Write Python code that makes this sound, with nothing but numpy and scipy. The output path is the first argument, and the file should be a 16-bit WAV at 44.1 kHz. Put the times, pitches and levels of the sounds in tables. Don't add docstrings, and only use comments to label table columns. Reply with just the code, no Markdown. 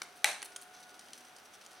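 import sys
import numpy as np
from scipy import signal
from scipy.fft import rfft, irfft
from scipy.io import wavfile
from scipy.ndimage import uniform_filter1d

SR = 44100
rng = np.random.default_rng(int(sys.argv[2]) if len(sys.argv) > 2 else 0)


def inscribe(sig):
    pcm = np.round(np.clip(np.atleast_2d(sig).T, -1, 1) * 32767)
    wavfile.write(sys.argv[1], SR, pcm.astype(np.int16))


N = 79380

AIR_DB, WHINE_WAVER, HUM_WAVER = -59, 0.00513, 0.013
WALL_LAG_S, ROOM_HOLD_S, EARLY_FADE_S = .0098, .035, .005
REPEAT_LAG_S, REPEAT_DB = .0026, -9
SCUFF_GRAIN_DB, HANDLING_DB, HANDLING_SWING_DB = 5.5, -73, 5.5
TICK_RISE_S, TICK_RING_DB, TICK_RING_T60_S = 0.00027, -7.5, 0.021
BLOW_S, BLOW_DB = .2441, -9
CRACK_DB, CRUNCH_DB, CRUNCH_T60_S = 8.5, -16, .014
RING_SEND_DB, LIGHT_SEND_DB = -11, -11.5


def undb(db):
    return 10 ** (np.asarray(db) / 20)


def unit(x):
    return x / np.sqrt(np.mean(x ** 2))


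def noise():
    return rng.standard_normal(N)


def drift(hz):
    width = int(SR / hz)
    smoothed = uniform_filter1d(noise(), width, mode="wrap")
    return unit(uniform_filter1d(smoothed, width, mode="wrap"))


def since(start):
    return np.maximum(np.arange(N) / SR - start, 0)


def decay(t, t60):
    return np.exp(-np.log(1000) * t / t60)


def delay(x, lag):
    return np.interp(np.arange(N) - round(lag * SR), np.arange(N), x, left=0)


def colour(x, points):
    hz, db = np.array(sorted(points), float).T
    freqs = np.maximum(np.arange(N + 1) * SR / (2 * N), 1)
    gain = undb(np.interp(np.log(freqs), np.log(hz), db))
    cepstrum = irfft(np.log(gain))
    cepstrum[1:N] *= 2
    cepstrum[N + 1:] = 0
    return irfft(rfft(x, 2 * N) * np.exp(rfft(cepstrum)))[:N]


def low_cut(x, hz=410):
    return signal.sosfilt(signal.butter(3, hz, "highpass", fs=SR, output="sos"), x)


def stereo(mid, side, side_db):
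    # (frequency [Hz], gain [dB])
    side_eq = [(100, -7), (2000, 3), (8000, 3), (13000, -13.5)]
    side = undb(side_db) * colour(side, side_eq)
    return np.array([mid + side, mid - side])


def wavering_phase(hz, waver):
    return 2 * np.pi * np.cumsum(hz * (1 + waver * drift(25))) / SR


def room_noise():
    # (frequency [Hz], relative level [dB])
    air_eq = [(30, -32), (70, -19.5), (120, -17), (200, -11.5), (350, -8), (520, -9.5), (720, -4),
              (1000, -9.5), (1400, -6), (1900, -11.5), (3000, -14), (4500, -19.5), (6200, -24), (7500, -26),
              (10000, -27.5), (12500, -29), (16000, -30)]
    mid, side = (unit(colour(noise(), air_eq)) for _ in range(2))
    return undb(AIR_DB) * stereo(mid, side, side_db=-7.5)


def whine():
    # (time [s], pitch [Hz], fundamental level [dB], octave level [dB])
    course = [(0, 728, -70.5, -82), (.15, 725, -63.5, -93), (.55, 721.4, -68.5, -63),
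              (0.719, 731, -61.5, -69.5), (.92, 730.7, -65.5, -62), (1.05, 727, -73, -71.5),
              (1.25, 738.4, -64, -84), (1.45, 720, -71.5, -75), (1.65, 742, -100, -77),
              (1.8, 741, -58, -69)]
    times, pitch, *levels = np.array(course).T
    t = since(0)
    phase = wavering_phase(np.interp(t, times, pitch), WHINE_WAVER)
    out = np.zeros(N)
    for harmonic, db in enumerate(levels, start=1):
        gain = undb(np.interp(t, times, db) + drift(30))
        out += np.sqrt(2) * gain * np.sin(harmonic * phase)
    return out


def hums():
    # (peak time [s], half width [s], pitch [Hz], level [dB])
    swells = [(.4, .45, 402.8, -70.5), (1.19, 0.088, 246, -69)]
    out = np.zeros(N)
    for middle, width, hz, db in swells:
        swell = np.exp(-((since(0) - middle) / width) ** 2)
        out += np.sqrt(2) * undb(db) * swell * np.sin(wavering_phase(hz, HUM_WAVER))
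    return out


def room_response():
    # (centre [Hz], relative level [dB], t60 [s])
    bands = [(101, 8, 0.46), (350, 3.5, 0.27), (825, 7.5, 0.38), (1330, 1.5, 0.48), (2230, 0.5, 0.4),
             (3940, -0.5, .42), (6400, -1, 0.34), (9200, 0.5, 0.35), (15000, -2, 0.23)]
    t = since(WALL_LAG_S)
    fading = np.maximum(t - ROOM_HOLD_S, 0)
    freqs = np.maximum(np.arange(N // 2 + 1) * SR / N, 1)
    reflections = unit(noise() * undb(2 * np.tanh(drift(1500))))
    spectrum = rfft(reflections)
    log_centres = np.log([row[0] for row in bands])
    tail = np.zeros(N)
    for share, (_, db, t60) in zip(np.eye(len(bands)), bands):
        band = irfft(spectrum * np.interp(np.log(freqs), log_centres, share), N)
        tail += undb(db) * band * decay(fading, t60)
    early_boost = 1 + undb(4) * np.exp(-t / EARLY_FADE_S)
    return tail * early_boost * (t > 0) / np.sqrt(SR * .07)


def reverb(send):
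    mid, side = (signal.fftconvolve(send, room_response())[:N] for _ in range(2))
    return stereo(mid, side, side_db=-10.5)


def quick_repeat(direct):
    # (frequency [Hz], gain [dB])
    repeat_eq = [(2500, -2), (8000, -4.5), (15000, 5)]
    return undb(REPEAT_DB) * colour(delay(direct, REPEAT_LAG_S), repeat_eq)


def scuffs():
    # (start [s], time until faded to half [s], level [dB], tilt from 6 to 10 kHz [dB])
    rubs = [(0.027, 0.011, -49, 5.5), (0.158, 0.014, -57.5, 15), (0.444, 0.0087, -44.5, 18),
            (0.4554, 0.0053, -39.5, 8.5), (0.516, 0.011, -57.5, -5), (0.619, 0.012, -48.5, 10.5),
            (0.737, 0.042, -63, -8), (0.8, 0.015, -56.5, 6), (0.826, 0.013, -58.5, -3),
            (0.885, 0.024, -60.5, 1), (0.94, 0.0086, -54, 1), (1.009, 0.011, -59, -2),
            (1.081, 0.016, -59.5, 1), (1.138, .02, -60.5, 3), (1.175, 0.012, -51, 6),
            (1.203, 0.0086, -55, 4), (1.245, 0.035, -60.5, 3.5), (1.383, 0.0037, -56.5, 1),
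            (1.453, .006, -55.5, 1), (1.532, .018, -56, -1), (1.61, 0.011, -59.5, -7),
            (1.648, 0.009, -57, 0), (1.705, .03, -61, 5), (1.749, 0.042, -68, -14)]
    # (frequency [Hz], relative level [dB])
    friction_eq = [(300, -19), (1500, -5.5), (4200, 0.5), (5400, 1), (6100, 6.5), (6900, -7.5), (8500, -1),
                   (10200, -4.5), (12500, -14.5), (16000, -21.5)]
    grains = noise() * undb(SCUFF_GRAIN_DB * np.tanh(drift(590)))
    friction = unit(colour(grains, friction_eq))
    out = friction * undb(HANDLING_DB + HANDLING_SWING_DB * np.tanh(drift(30)))
    for start, length, db, tilt_db in rubs:
        swell = np.interp(since(start) / length, [0, 0.31, 1, 2], [0.0044, 0.97, 0.51, 0.0067])
        out += undb(db) * colour(friction * swell, [(6000, -tilt_db / 2), (10000, tilt_db / 2)])
    return out


def ticks():
    eq_hz = [1200, 2780, 5800, 9470]
    # (time [s], level [dB], burst t60 [s], low ring [Hz], high ring [Hz], gains at eq_hz [dB])
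    touches = [(0.018, -27.5, 0.017, 1410, 5900, 4, 4, 0.5, -1.5),
               (0.4185, -33.5, 0.0075, 4460, 9400, 1, 4, 8.5, -10),
               (.4270, -30, 0.02, 2050, 10500, 4, 8, -4, 4.5),
               (0.5616, -30, 0.024, 3200, 6600, -4, -4.5, 2, 2),
               (0.614, -43, 0.014, 9600, 10600, -6, -12, -2, 10.5),
               (0.993, -45.5, 0.032, 5700, 8400, -8, 0, 6, 4.5),
               (1.1327, -36, 0.013, 3130, 6030, -9, 0, 5.5, 2),
               (1.3636, -45.5, 0.031, 4870, 6140, -8, -8, 3, 1.5),
               (1.6629, -42, .016, 3220, 5700, -10, -3, 4, 2.5)]
    out = np.zeros(N)
    for start, db, t60, low_hz, high_hz, *eq_db in touches:
        t = since(start)
        attack = 1 - np.exp(-t / TICK_RISE_S)
        burst_eq = [(40, -45), (150, eq_db[0] - 17), *zip(eq_hz, eq_db), (14000, eq_db[-1] - 21.5)]
        burst = colour(noise() * attack * decay(t, t60), burst_eq)
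        tones = sum(np.sin(2 * np.pi * hz * t) for hz in (low_hz, high_hz))
        rings = low_cut(tones * attack * decay(t, TICK_RING_T60_S))
        out += undb(db) * (burst + undb(TICK_RING_DB) * rings)
    return out


def glass_ring():
    # (frequency [Hz], relative level [dB], t60 [s])
    modes = [(604.4, -24, 0.024), (837, -18, 0.051), (1650, -13, 0.012), (1976, -7, 0.026),
             (2303, -8.5, 0.018), (2761, -18.5, 0.038), (3880, -18, 0.037), (4430, -11.5, 0.014),
             (5800, -15, 0.014), (6400, -14, 0.011), (8190, -6.5, 0.0085), (8500, -23, 0.005),
             (10100, -20, 0.014), (14500, -36, .008)]
    t = since(BLOW_S)
    ring = sum((-1) ** k * undb(db) * np.cos(2 * np.pi * hz * t) * decay(t, t60)
               for k, (hz, db, t60) in enumerate(modes))
    return low_cut(ring * (t > 0))


def knife_blow():
    # (frequency [Hz], relative level [dB])
    contact_eq = [(60, -33), (200, -19), (450, -7.5), (800, 0.5), (1200, -2), (2100, 8), (3100, 2),
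                  (4200, 3), (5100, -0.5), (6100, 3), (7200, 1), (8500, 0.5), (9600, -4), (10600, 0),
                  (12000, -12), (14800, -15), (16000, -25)]
    t = since(BLOW_S)
    impulse = delay(signal.unit_impulse(N), BLOW_S)
    grit = undb(CRUNCH_DB) * noise() * (t > 0) * decay(t, CRUNCH_T60_S)
    crack, crunch = (undb(BLOW_DB + CRACK_DB) * colour(x, contact_eq) for x in (impulse, grit))
    glass = undb(BLOW_DB) * glass_ring()
    return crack + crunch + glass, crack + undb(RING_SEND_DB) * glass


def scene():
    blow, blow_send = knife_blow()
    light_contacts = ticks() + scuffs()
    direct = blow + light_contacts
    near = direct + quick_repeat(direct)
    foreground = stereo(near, delay(near, 0.00019), side_db=-22.5)
    tail = reverb(blow_send + undb(LIGHT_SEND_DB) * light_contacts)
    return foreground + tail + whine() + room_noise() + hums()


def record(dry):
    return signal.sosfilt(signal.ellip(10, .2, 80, 15900, fs=SR, output="sos"), dry)


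dry = scene()
out = record(dry)
inscribe(out)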